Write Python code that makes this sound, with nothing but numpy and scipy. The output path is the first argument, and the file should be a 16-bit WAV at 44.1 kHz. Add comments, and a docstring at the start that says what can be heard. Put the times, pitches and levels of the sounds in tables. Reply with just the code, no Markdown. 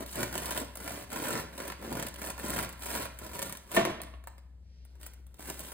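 """Over a low, steady hum, a bread knife saws through a crusty loaf, close by in an echoing kitchen.
Stroke after stroke, its teeth crack the crust, rasp inside the loaf and shake the wooden board.
Near 3.8 s the blade breaks through and knocks on the wood. Crumbs tick and the blade bumps the loaf.
Then fingers brush the crust and take a new grip, and near 5.4 s the next cut begins."""
import sys
import numpy as np
from scipy import signal
from scipy.fft import rfft, irfft, next_fast_len
from scipy.io import wavfile
from scipy.ndimage import uniform_filter1d, map_coordinates

SR = 44100
rng = np.random.default_rng(int(sys.argv[2]) if len(sys.argv) > 2 else 0)


def int16_out(signal):
    """Quantize to a 16-bit WAV file."""
    q = np.round(np.clip(np.atleast_2d(signal).T, -1, 1) * 32767)
    wavfile.write(sys.argv[1], SR, q.astype(np.int16))


N = 252693
TIME = np.arange(N) / SR
TOP_HZ = 16000


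def amp(db):
    """Turn decibels into a number to multiply by."""
    return 10 ** (np.asarray(db) / 20)

def unit(x):
    """Scale a signal to an average power of 1."""
    return x / np.sqrt(np.mean(x ** 2) + 1e-20)

def along(points, hz):
    """Read between the rows of a (frequency, value) table, on a log scale."""
    f, v = np.transpose(points)
    return np.interp(np.log(hz + 1), np.log(f + 1), v)

def tone(points):
    """Turn a (frequency, level) table into a gain curve."""
    return lambda hz: amp(along(points, hz))

def resonances(rows):
    """A gain curve with one peak for each (pitch, width, level) row."""
    return lambda f: sum(amp(db) / (1 + (2 * (f - hz) / width) ** 2) for hz, width, db in rows)

def add(track, s, sound):
    """Mix a sound into a track, starting at s seconds."""
    part = track[..., max(round(s * SR), 0):][..., :sound.shape[-1]]
    part += sound[..., :part.shape[-1]]

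def filtered(x, response):
    """Multiply each frequency in x by response(frequency)."""
    m = next_fast_len(N + SR // 2)
    return irfft(rfft(x, m) * response(np.fft.rfftfreq(m, 1 / SR)), m)[..., :N]

def coloured(x, gain, size=16384):
    """Shape x with a gain curve that rings only after each hit; white noise keeps its power."""
    cepstrum = irfft(np.log(np.maximum(gain(np.fft.rfftfreq(size, 1 / SR)), 1e-6)))
    cepstrum[1:size // 2] *= 2
    cepstrum[size // 2 + 1:] = 0
    ring = irfft(np.exp(rfft(cepstrum)))
    return signal.fftconvolve(x, ring[None] / np.linalg.norm(ring), axes=1)[:, :N]

def burst(rise, t60):
    """Loudness of one hit, peaking at 1. The fade time t60 is the seconds it takes to drop 60 dB."""
    t = np.arange(SR // 8) / SR
    shape = (1 - np.exp(-t / rise)) * amp(-60 * t / t60)
    return shape / shape.max()

def splinters(rate, scatter_db):
    """Two streams of tiny, uneven cracks, about `rate` a second in each."""
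    present = rng.random((2, N)) < rate / SR
    sign = rng.choice([-1, 1], (2, N))
    return unit(present * sign * amp(scatter_db * rng.standard_normal((2, N))))

# How loud the hum is: (time [s], level [dB])
HUM_LEVELS = [(0.0, -51), (0.41, -49), (1.23, -56), (2.47, -49.5), (2.52, -44), (2.71, -49.5), (3.3, -50.5),
              (3.38, -59), (3.57, -53.5), (3.62, -63.5), (4.18, -46), (4.28, -52), (5.33, -51), (5.38, -61),
              (5.46, -49.5), (5.73, -52)]
# The faint rush of room air: (frequency [Hz], level [dB])
AIR_TONE = [(25, -38), (50, -20), (75, -18.5), (100, -26.5), (190, -31.5), (320, -42), (620, -46),
            (1000, -57), (1700, -61.5), (5000, -62), (16000, -74)]
def hum_and_air(hum_hz=63.0, waver_radians=0.2, flutter_db=0.16):
    """A slightly unsteady low hum, like a fridge, in faint room air."""
    drift, flutter = [map_coordinates(knots, [TIME * 5]) for knots in rng.standard_normal((2, 64))]
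    level = amp(np.interp(TIME, *np.transpose(HUM_LEVELS)) - flutter_db * flutter)
    hum = level * np.sqrt(2) * np.sin(2 * np.pi * hum_hz * TIME + waver_radians * drift)
    air = coloured(rng.standard_normal((2, N)), tone(AIR_TONE))
    return hum + amp(-60) * spread(air)

def movements(rows):
    """Crackle and push swell to each move's hardest moment; the soft loaf's push fades more slowly."""
    crackle, push = np.zeros((2, N))
    for start, hardest, end, crackle_db, push_db, *_ in rows:
        slack = np.interp(TIME, [start, hardest, end], [1, 0, 1]) ** 2
        before, after = np.maximum(start - TIME, 0), np.maximum(TIME - end, 0)
        crackle_fade = np.exp(-before / 0.02 - after / 0.0053)
        push_fade = np.exp(-before / 0.023 - after / 0.03)
        crackle = np.maximum(crackle, amp(crackle_db - 6 * slack) * crackle_fade)
        push = np.maximum(push, amp(push_db - 7 * slack) * push_fade)
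    return np.array([crackle, push])

# Pushes and pulls of the knife:
# (start [s], hardest moment [s], end [s], crackle [dB], push [dB], loaf ring against the rasp [dB])
KNIFE_STROKES = [(-0.1, -0.01, 0.041, -45.5, -37, 1), (0.086, 0.127, 0.3, -42.5, -64, -12.5),
                 (0.162, 0.22, 0.25, -38.5, -32.5, -0.5), (0.318, 0.606, 0.625, -40.5, -38, -2),
                 (0.786, 0.907, 1.042, -44, -43.5, -3), (1.12, 1.317, 1.43, -38.5, -34, -2.5),
                 (1.537, 1.681, 1.715, -48.5, -44, -2), (1.819, 2.013, 2.07, -47, -36.5, -3.5),
                 (2.195, 2.277, 2.32, -41.5, -41.5, 0), (2.4, 2.56, 2.657, -39, -36.5, -5),
                 (2.82, 2.995, 3.062, -37.5, -40.5, -2), (3.195, 3.234, 3.28, -49.5, -44.5, 1.5),
                 (3.306, 3.376, 3.507, -42.5, -43, -1), (3.733, 3.769, 3.773, -33.5, -34, -7)]
def sawing(turn_crackle_db=-64, turn_push_db=-69.5):
    """How much the strokes crackle, push and let the loaf ring; the blade rubs faintly as it turns."""
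    starts, _, ends, _, _, ring_db = np.transpose(KNIFE_STROKES)
    rubbing = (TIME < ends[-1]) * amp([[turn_crackle_db], [turn_push_db]])
    crackle, push = np.hypot(movements(KNIFE_STROKES), rubbing)
    stroke = np.searchsorted(starts, TIME) - 1
    return crackle, push, uniform_filter1d(amp(ring_db)[stroke], size=1500)

def tooth_catches(rate, unevenness, scatter_db, count=3000):
    """The teeth catch one after another, unevenly in time and force."""
    when = np.cumsum(np.exp(unevenness * rng.standard_normal(count))) * SR / rate
    force = amp(scatter_db * rng.uniform(-0.6, 1, count))
    return np.bincount(when.astype(int), force, N)[:N]

def bites(catches, t60, rub):
    """Each catch dies away over steady rubbing; the stroke keeps its average strength."""
    power = np.abs(signal.fftconvolve(catches ** 2, burst(rise=0.00022, t60=t60) ** 2)[:N])
    power = power / power.mean() + rub
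    return np.sqrt(power / uniform_filter1d(power, size=2600))

def flakes(rate, pitch_hz, octaves, cycles, size_db, size=256):
    """Flakes of crust snap off, each with a short ring at its own pitch."""
    when, height, strength, place = rng.random((int(rate * N / SR), 4)).T
    hz = np.minimum(pitch_hz * 2 ** (octaves * (2 * height - 1)), TOP_HZ)
    turns = hz[:, None] * np.arange(size) / SR
    db = -size_db * np.log(1 - strength[:, None])  # many small flakes, few large ones
    pings = amp(db - 60 * turns / cycles) * np.sin(2 * np.pi * turns)
    index = (when * N).astype(int)[:, None] + np.arange(size)
    angle = 2 * np.pi * place[:, None]
    pair = [pings * np.cos(angle), pings * np.sin(angle)]
    return unit(np.array([np.bincount(index.ravel(), part.ravel(), N)[:N] for part in pair]))

# The bright sound of breaking crust: (frequency [Hz], level [dB])
CRUST_TONE = [(200, -43.5), (1000, -15), (2500, -4), (4300, -7.5), (6000, -5), (8500, 3.5), (12000, 1.5),
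              (16000, 4)]
def crunch(breaking):
    """The crust splinters and sheds flakes."""
    cracks = coloured(breaking * splinters(rate=6000, scatter_db=6), tone(CRUST_TONE))
    pings = flakes(rate=1500, pitch_hz=6120, octaves=1.11, cycles=16, size_db=2)
    return cracks + amp(-10) * breaking * pings

# The blade scraping inside the loaf: (frequency [Hz], level [dB])
RASP_TONE = [(40, -38), (100, -13.5), (300, -6.5), (480, -4), (700, 2), (850, -4), (1030, 3.5),
             (1220, -6.5), (1400, -2), (2300, -5), (3300, -15.5), (6000, -15), (16000, -40.5)]
# Notes of the loaf on its board: (pitch [Hz], width [Hz], level [dB])
LOAF_NOTES = [(559.5, 56, 2), (639, 75, 0), (963, 85, 1), (1378, 110, -3), (1728, 80, -7.5)]
def loaf_rasp(scrape, freedom):
    """The teeth rasp in the loaf, which rings freely in some strokes and is held quiet in others."""
    rasp = coloured(scrape * splinters(rate=2500, scatter_db=2), tone(RASP_TONE))
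    ring = coloured(scrape * freedom * splinters(rate=2500, scatter_db=4.5), resonances(LOAF_NOTES))
    return rasp + ring

# Notes of the blade when halfway in: (pitch [Hz], width [Hz], level [dB])
STEEL_NOTES = [(1776, 230, -4), (2313, 160, -2), (3140, 360, -4.5), (4310, 300, -4.5), (6020, 500, -6.5)]
# How far the blade is pushed through the loaf: (time [s], reach [0 to 1])
BLADE_REACH = [(0.3, 0.39), (0.7, 1), (1.08, 0.11), (1.5, 0.91), (1.8, 0.01), (2.13, 0.69), (2.36, .2),
               (2.72, 1), (3.2, 0.15), (3.65, 0.96)]
def steel_ring(scrape, slide_octaves=0.4):
    """The blade's notes slide down as it is pushed through and up as it is pulled back."""
    reach = np.interp(TIME, *np.transpose(BLADE_REACH))
    speed = 2 ** (slide_octaves * (0.5 - reach))
    position = np.cumsum(speed) % N
    ring = coloured(rng.standard_normal((2, N)), resonances(STEEL_NOTES))
    return scrape * np.array([np.interp(position, np.arange(N), side) for side in ring])

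# Jolts passed on to the board: (frequency [Hz], level [dB])
THUMP_TONE = [(40, -39.5), (85, -11), (106, -4), (135, -5.5), (200, 0), (280, 0), (600, -6), (1000, -15.5),
              (3000, -49), (16000, -78.5)]
# Notes of the wooden board: (pitch [Hz], level [dB], fade time [s])
BOARD_NOTES = [(100.1, -17, 0.18), (169.8, -11, 0.08), (298.1, -2, 0.098), (365, -2, 0.057),
               (450, -7.5, 0.051), (624, -0.5, 0.055), (677, 0, 0.068)]
def board_thump(jolt):
    """Jolts shake the board, whose own notes colour the thumping."""
    wood = resonances([(hz, np.log(1000) / np.pi / t60, db - 16) for hz, db, t60 in BOARD_NOTES])
    shaking = jolt * splinters(rate=2000, scatter_db=2)
    return coloured(shaking, lambda hz: tone(THUMP_TONE)(hz) * (1 + wood(hz)))

def fractures(rows, t60, knock_t60, crack_db, knock_db):
    """Loudness over time of single cracks, and of the knocks they give the loaf."""
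    crack, knock = np.zeros((2, N))
    for s, db, extra_db in rows:
        add(crack, s, (amp(db + crack_db) * burst(rise=0.001, t60=t60)) ** 2)
        add(knock, s, (amp(db + extra_db + knock_db) * burst(rise=0.0016, t60=knock_t60)) ** 2)
    return np.sqrt([crack, knock])

# The biggest cracks in the crust: (time [s], level [dB], offset for the knock [dB])
CRUST_SNAPS = [(0.062, -33.5, -21.5), (0.156, -30.5, -15), (0.2055, -28.5, -12.5), (0.229, -24.5, -8.5),
               (0.3267, -33, -6), (0.34, -27.5, -13), (0.3531, -25.5, -9), (0.378, -23.5, -17),
               (0.401, -33.5, -15), (0.4329, -30.5, -26), (0.4567, -24, -24), (0.5068, -21.5, -16.5),
               (0.521, -25.5, -15), (0.5477, -31, -22), (0.5748, -21, -13.5), (0.645, -36.5, -25),
               (0.754, -33, -12), (0.7711, -31, -16.5), (0.804, -36, -12.5), (0.861, -37.5, -4.5),
               (0.876, -31, -5.5), (0.905, -35.5, -3), (1.102, -36.5, -16.5), (1.129, -30.5, -8),
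               (1.16, -28.5, -8.5), (1.254, -29.5, -6.5), (1.304, -31, -5.5), (1.327, -27.5, -7.5),
               (1.352, -30.5, -2.5), (1.412, -37, -24), (1.578, -29, -10), (1.6005, -34.5, -1.5),
               (1.618, -38.5, -5), (1.651, -41, 0), (1.6776, -32, -8.5), (1.699, -30.5, -5.5),
               (1.72, -32.5, -7), (1.824, -42.5, -1), (1.865, -39.5, -5.5), (1.926, -31, -7),
               (1.9683, -34, -5.5), (1.997, -28.5, -10), (2.0253, -25.5, -10.5), (2.066, -27, -13),
               (2.084, -33.5, -14), (2.14, -36.5, -12), (2.159, -36.5, -10), (2.2167, -31.5, -7),
               (2.23, -34, -12), (2.3017, -26.5, -11.5), (2.378, -41.5, -1), (2.481, -29, -13),
               (2.515, -34, -6), (2.561, -26.5, -6.5), (2.5875, -24.5, -3.5), (2.607, -31, -5),
               (2.627, -24.5, -18.5), (2.646, -31, -12), (2.691, -34, -14), (2.7262, -35, -18),
               (2.8205, -30, -17.5), (2.858, -29.5, -18), (2.9018, -29.5, -10.5), (2.9501, -26, -5.5),
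               (3.054, -33, -4.5), (3.1877, -31.5, -21), (3.246, -39.5, -9.5), (3.264, -32.5, -15.5),
               (3.291, -45, -2.5), (3.391, -29.5, -9.5), (3.4176, -25, -14.5), (3.426, -26.5, -11.5),
               (3.495, -32, -11.5), (3.524, -29.5, -13.5), (3.5503, -33, -13.5), (3.571, -38, -16),
               (3.7155, -31.5, -8.5), (3.7638, -20.5, -3), (3.795, -34, -8), (3.8505, -25, -1.5),
               (5.447, -41.5, -19), (5.499, -26.5, -12), (5.5921, -32.5, -18), (5.604, -32, -19),
               (5.718, -35, -9)]
def crust_snaps():
    """Loudness of the cracks and knocks as big pieces of crust give way under the teeth."""
    return fractures(CRUST_SNAPS, t60=0.016, knock_t60=0.026, crack_db=-5, knock_db=0.8)

# The loaf lurching against the board: (time [s], level [dB])
LOAF_LURCHES = [(0.215, -48), (0.255, -41.5), (0.355, -38.5), (0.612, -36.5), (1.335, -32), (1.915, -35.5),
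                (2.441, -37.5), (2.495, -40), (2.992, -36.5), (5.391, -50), (5.497, -41.5), (5.598, -47)]
def lurches():
    """Loudness of the soft thuds when the blade sticks and drags the loaf."""
    force = np.zeros(N)
    for s, db in LOAF_LURCHES:
        add(force, s, amp(db) * burst(rise=0.0048, t60=0.06))
    return force

def struck(notes, rise, side_db=-5):
    """One blow rings the notes at slightly random strengths: a middle part and a weaker side part."""
    t = np.arange(SR // 3) / SR
    sound = np.zeros((2, len(t)))
    for hz, db, t60 in notes:
        phase = 2 * np.pi * rng.random((2, 1))
        sound += amp(db + rng.normal(0, 1) - 60 * t / t60) * np.sin(2 * np.pi * hz * t + phase)
    return sound * amp([[0], [side_db]]) * (1 - np.exp(-t / rise)) / 2

# The blade landing and settling, then soft pats as the cut slice is laid on the board: (time [s], blade level
# [dB], wood level [dB])
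BOARD_KNOCKS = [(3.768, -13.5, -21.5), (3.7735, -27, -15), (3.781, -32, -21), (3.793, -25, -30.5),
                (3.807, -27, -25.5), (3.852, -31, -25.5), (3.873, -38.5, -25.5), (3.895, -44, -28.5),
                (4.001, -32.5, -39.5), (4.065, -41, -46), (4.137, -40.5, -46.5)]
# Notes of the struck blade: (pitch [Hz], level [dB], fade time [s])
BLADE_NOTES = [(980, -6, 0.032), (1112, -3, 0.055), (1399, -7.5, 0.037), (1813, 1.5, 0.055),
               (2210, -2, 0.027), (2325, -2, 0.029), (3410, -11, 0.028)]
def blade_on_board(dulling=0.8):
    """The blade breaks through and hits the wood, crushing the bottom crust. Softer blows ring duller."""
    ring, crush, clack = np.zeros((2, N)), np.zeros(N), np.zeros(N)
    for s, blade_db, wood_db in BOARD_KNOCKS:
        db_per_octave = dulling * (blade_db - BOARD_KNOCKS[0][1])
        notes = [(hz, db + db_per_octave * np.log2(hz / BLADE_NOTES[0][0]), t60)
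                 for hz, db, t60 in BLADE_NOTES]
        add(ring, s, amp(blade_db) * struck(notes, rise=0.00021))
        add(ring, s, amp(wood_db + 2.5) * struck(BOARD_NOTES, rise=0.0018))
        add(clack, s, amp(blade_db - 16) * burst(rise=0.00051, t60=0.055))
        add(crush, s, amp(wood_db - 15) * burst(rise=0.0014, t60=0.16))
    # The hard clack and the dull crush: (frequency [Hz], level [dB])
    hard = [(200, -13), (900, -9.5), (1400, -3.5), (2200, 2), (3400, 1.5), (8000, -33), (16000, -35)]
    dull = [(50, -27.5), (140, -2.5), (350, 3), (650, -1), (900, -5), (2200, -11), (3500, -17.5),
            (16000, -33.5)]
    contact = coloured(clack * splinters(rate=7200, scatter_db=1.5), tone(hard))
    crumple = coloured(crush * splinters(rate=5000, scatter_db=0), tone(dull))
    return ring + contact + crumple

# Light ticks after the cut: (time [s], level [dB], offset for the knock [dB])
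CRUMB_TICKS = [(4.0167, -31.5, -8), (4.034, -34.5, -8), (4.2391, -47, -4), (4.2725, -38, -3.5),
               (4.3808, -47, -5.5), (4.8504, -50.5, -10), (4.954, -53, -7), (5.0125, -40, -10),
               (5.0306, -36, -13), (5.0644, -28.5, -16), (5.1356, -43.5, -25), (5.2659, -49.5, -14),
               (5.3427, -44, -16)]
def crumb_ticks():
    """Loudness of the ticks and knocks as crumbs, blade and fingers touch the crust."""
    return fractures(CRUMB_TICKS, t60=0.009, knock_t60=0.016, crack_db=-5, knock_db=-2)

# The flat of the blade meeting the loaf: (time [s], level [dB])
LOAF_BUMPS = [(4.2721, -35.5), (5.393, -43)]
# Notes of the bumped loaf: (pitch [Hz], level [dB], fade time [s])
HOLLOW_NOTES = [(404.3, -9, 0.031), (660, 1, 0.026), (890, 1, 0.021), (1250, 3.5, 0.014), (1560, -9, 0.01),
                (1797, -3, 0.02)]
def blade_on_loaf():
    """The blade bumps the loaf with a short, dull, hollow knock."""
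    sound = np.zeros((2, N))
    for s, db in LOAF_BUMPS:
        add(sound, s, amp(db) * struck(HOLLOW_NOTES, rise=0.00035))
    return sound

# The soft hiss of skin on crust: (frequency [Hz], level [dB])
SKIN_TONE = [(500, -22.5), (2000, 0.5), (3700, 0.5), (5600, 3.5), (8000, -21.5), (16000, -26)]
def fingers(start_s=4.59, end_s=5.05, level_db=-75):
    """Fingertips brush the floury crust in one soft sweep on their way to the new grip."""
    progress = np.interp(TIME, [start_s, end_s], [0, 1])
    hiss = coloured(rng.standard_normal((2, N)), tone(SKIN_TONE))
    return amp(level_db) * np.sin(np.pi * progress) * hiss

# Small moves on top of the loaf: (start [s], hardest moment [s], end [s], crackle [dB], push [dB])
GRIP_SHIFTS = [(4.9, 5.05, 5.2, -76, -63), (5.012, 5.06, 5.085, -53.5, -59.5),
               (5.27, 5.35, 5.8, -74.5, -68), (5.389, 5.394, 6, -49.5, -53), (5.447, 5.5, 5.515, -43, -45),
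               (5.53, 5.72, 5.7, -46.5, -49)]
def gripping():
    """How much the crust crackles and the loaf is pushed as the hand and the resting blade shift."""
    return movements(GRIP_SHIFTS)

def bread():
    """Knife and hand together break the crust, scrape the loaf and jolt the board."""
    saw_crackle, saw_push, freedom = sawing()
    grip_crackle, grip_push = gripping()
    # Rasping needs both hard crust and pressure, and is weaker while the blade only skims the top.
    friction = np.sqrt(saw_crackle * saw_push) + amp(-1) * np.sqrt(grip_crackle * grip_push)
    catches = tooth_catches(rate=190, unevenness=0.65, scatter_db=5.5)
    cracking = amp(-2) * (saw_crackle + grip_crackle) * bites(catches, t60=0.035, rub=0.28)
    grating = amp(-5) * friction * bites(catches, t60=0.025, rub=0.35)
    shoving = amp(-4.5) * (saw_push + grip_push) * bites(catches, t60=0.028, rub=0.76)
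    crack, knock = np.hypot(crust_snaps(), crumb_ticks())  # hypot adds two loudness curves by power
    breaking = np.hypot(cracking, crack)
    scrape = np.hypot(grating, amp(-2) * knock)
    jolt = np.hypot(shoving, np.hypot(amp(-11) * knock, lurches()))
    return (crunch(breaking) + loaf_rasp(scrape, freedom)
            + amp(-12) * steel_ring(scrape) + board_thump(jolt))

def reflected(x, response, size=16384):
    """Hands and knife keep moving, so each stretch of sound meets a new set of echoes."""
    wet = np.zeros((2, N))
    for start in range(0, N, size):
        add(wet, start / SR, signal.fftconvolve(x[:, start:start + size], response(), axes=1))
    return wet

def worktop(x, level_db=-4.5, t60=0.061, count=14):
    """The worktop and nearby things throw back quick, weak copies; small surfaces return little bass."""
    def echoes():
        delay = rng.uniform(0.001, 0.016, count)
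        strength = rng.choice([-1, 1], count) * amp(-60 * delay / t60)
        copies = np.bincount((delay * SR).astype(int), strength)
        return copies[None] / np.linalg.norm(copies)
    early = amp(level_db) * reflected(x, echoes, size=8192)
    return filtered(early, lambda hz: hz / np.hypot(hz, 1200))

# How long the kitchen rings: (frequency [Hz], fade time [s])
ROOM_FADE = [(100, 0.82), (300, 0.5), (1000, 0.7), (3000, 0.59), (8000, 0.39), (15000, 0.6)]
# How loud its echo is next to the direct sound: (frequency [Hz], level [dB])
ROOM_TONE = [(100, -1.5), (400, -9), (2000, -4.5), (6000, -1.5), (15000, -16)]
def kitchen(x):
    """Hard walls answer with a wash of echoes that lasts longest in the bass."""
    hz, t, noise = signal.stft(rng.standard_normal((2, SR)), SR, nperseg=256)
    fade = amp(-60 * t / along(ROOM_FADE, hz)[:, None]) * (1 - np.exp(-t / 0.00047))

    def tail():
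        shifted = np.roll(noise, rng.integers(len(t)), axis=2)
        ring = signal.istft(shifted * fade, SR, nperseg=256)[1]
        return ring / np.linalg.norm(ring[0])
    return filtered(reflected(x, tail), tone(ROOM_TONE))

# How alike left and right are: (frequency [Hz], likeness [0 to 1])
STEREO_LIKENESS = [(150, 0.98), (600, 0.7), (1100, 0.4), (1900, 0.65), (3000, 0.21), (4300, 0.52),
                   (6000, 0.95), (15000, 1)]
# How far left runs ahead of right: (frequency [Hz], lead [radians])
LEFT_LEAD = [(150, 0), (400, -0.37), (800, -1.66), (1030, -0.8), (1250, -0.55), (1750, 0.66), (2300, -0.76),
             (4200, -5), (5700, -3), (8300, 0), (11700, 2), (14200, 6.5), (16000, 9)]
def spread(pair):
    """Share two signals between the left and right microphones, partly alike and out of step."""
    def shares(hz):
        angle = np.arccos(np.clip(along(STEREO_LIKENESS, hz), -1, 1)) / 2
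        return np.array([np.cos(angle), np.sin(angle)])
    mid, side = filtered(pair, shares)
    left_right = np.array([mid + side, mid - side])
    return filtered(left_right, lambda hz: np.exp(along(LEFT_LEAD, hz) * np.array([[0.5j], [-0.5j]])))

# How much louder left is than right: (frequency [Hz], level [dB])
LEFT_BOOST = [(60, 3.5), (290, 1.5), (950, -2.5), (1800, -0.5), (2700, -3), (5500, 0)]
def scene():
    """Loaf and board close by, with the kitchen and its hum around them."""
    near = bread() + blade_on_board() + blade_on_loaf() + fingers()
    stereo = spread(near + worktop(near) + kitchen(near)) + hum_and_air()
    return filtered(stereo, lambda hz: amp(along(LEFT_BOOST, hz) * np.array([[0.5], [-0.5]])))

def record(dry):
    """Keep only the sound below TOP_HZ."""
    return filtered(dry, lambda hz: hz < TOP_HZ)


dry = scene()
out = record(dry)
int16_out(out)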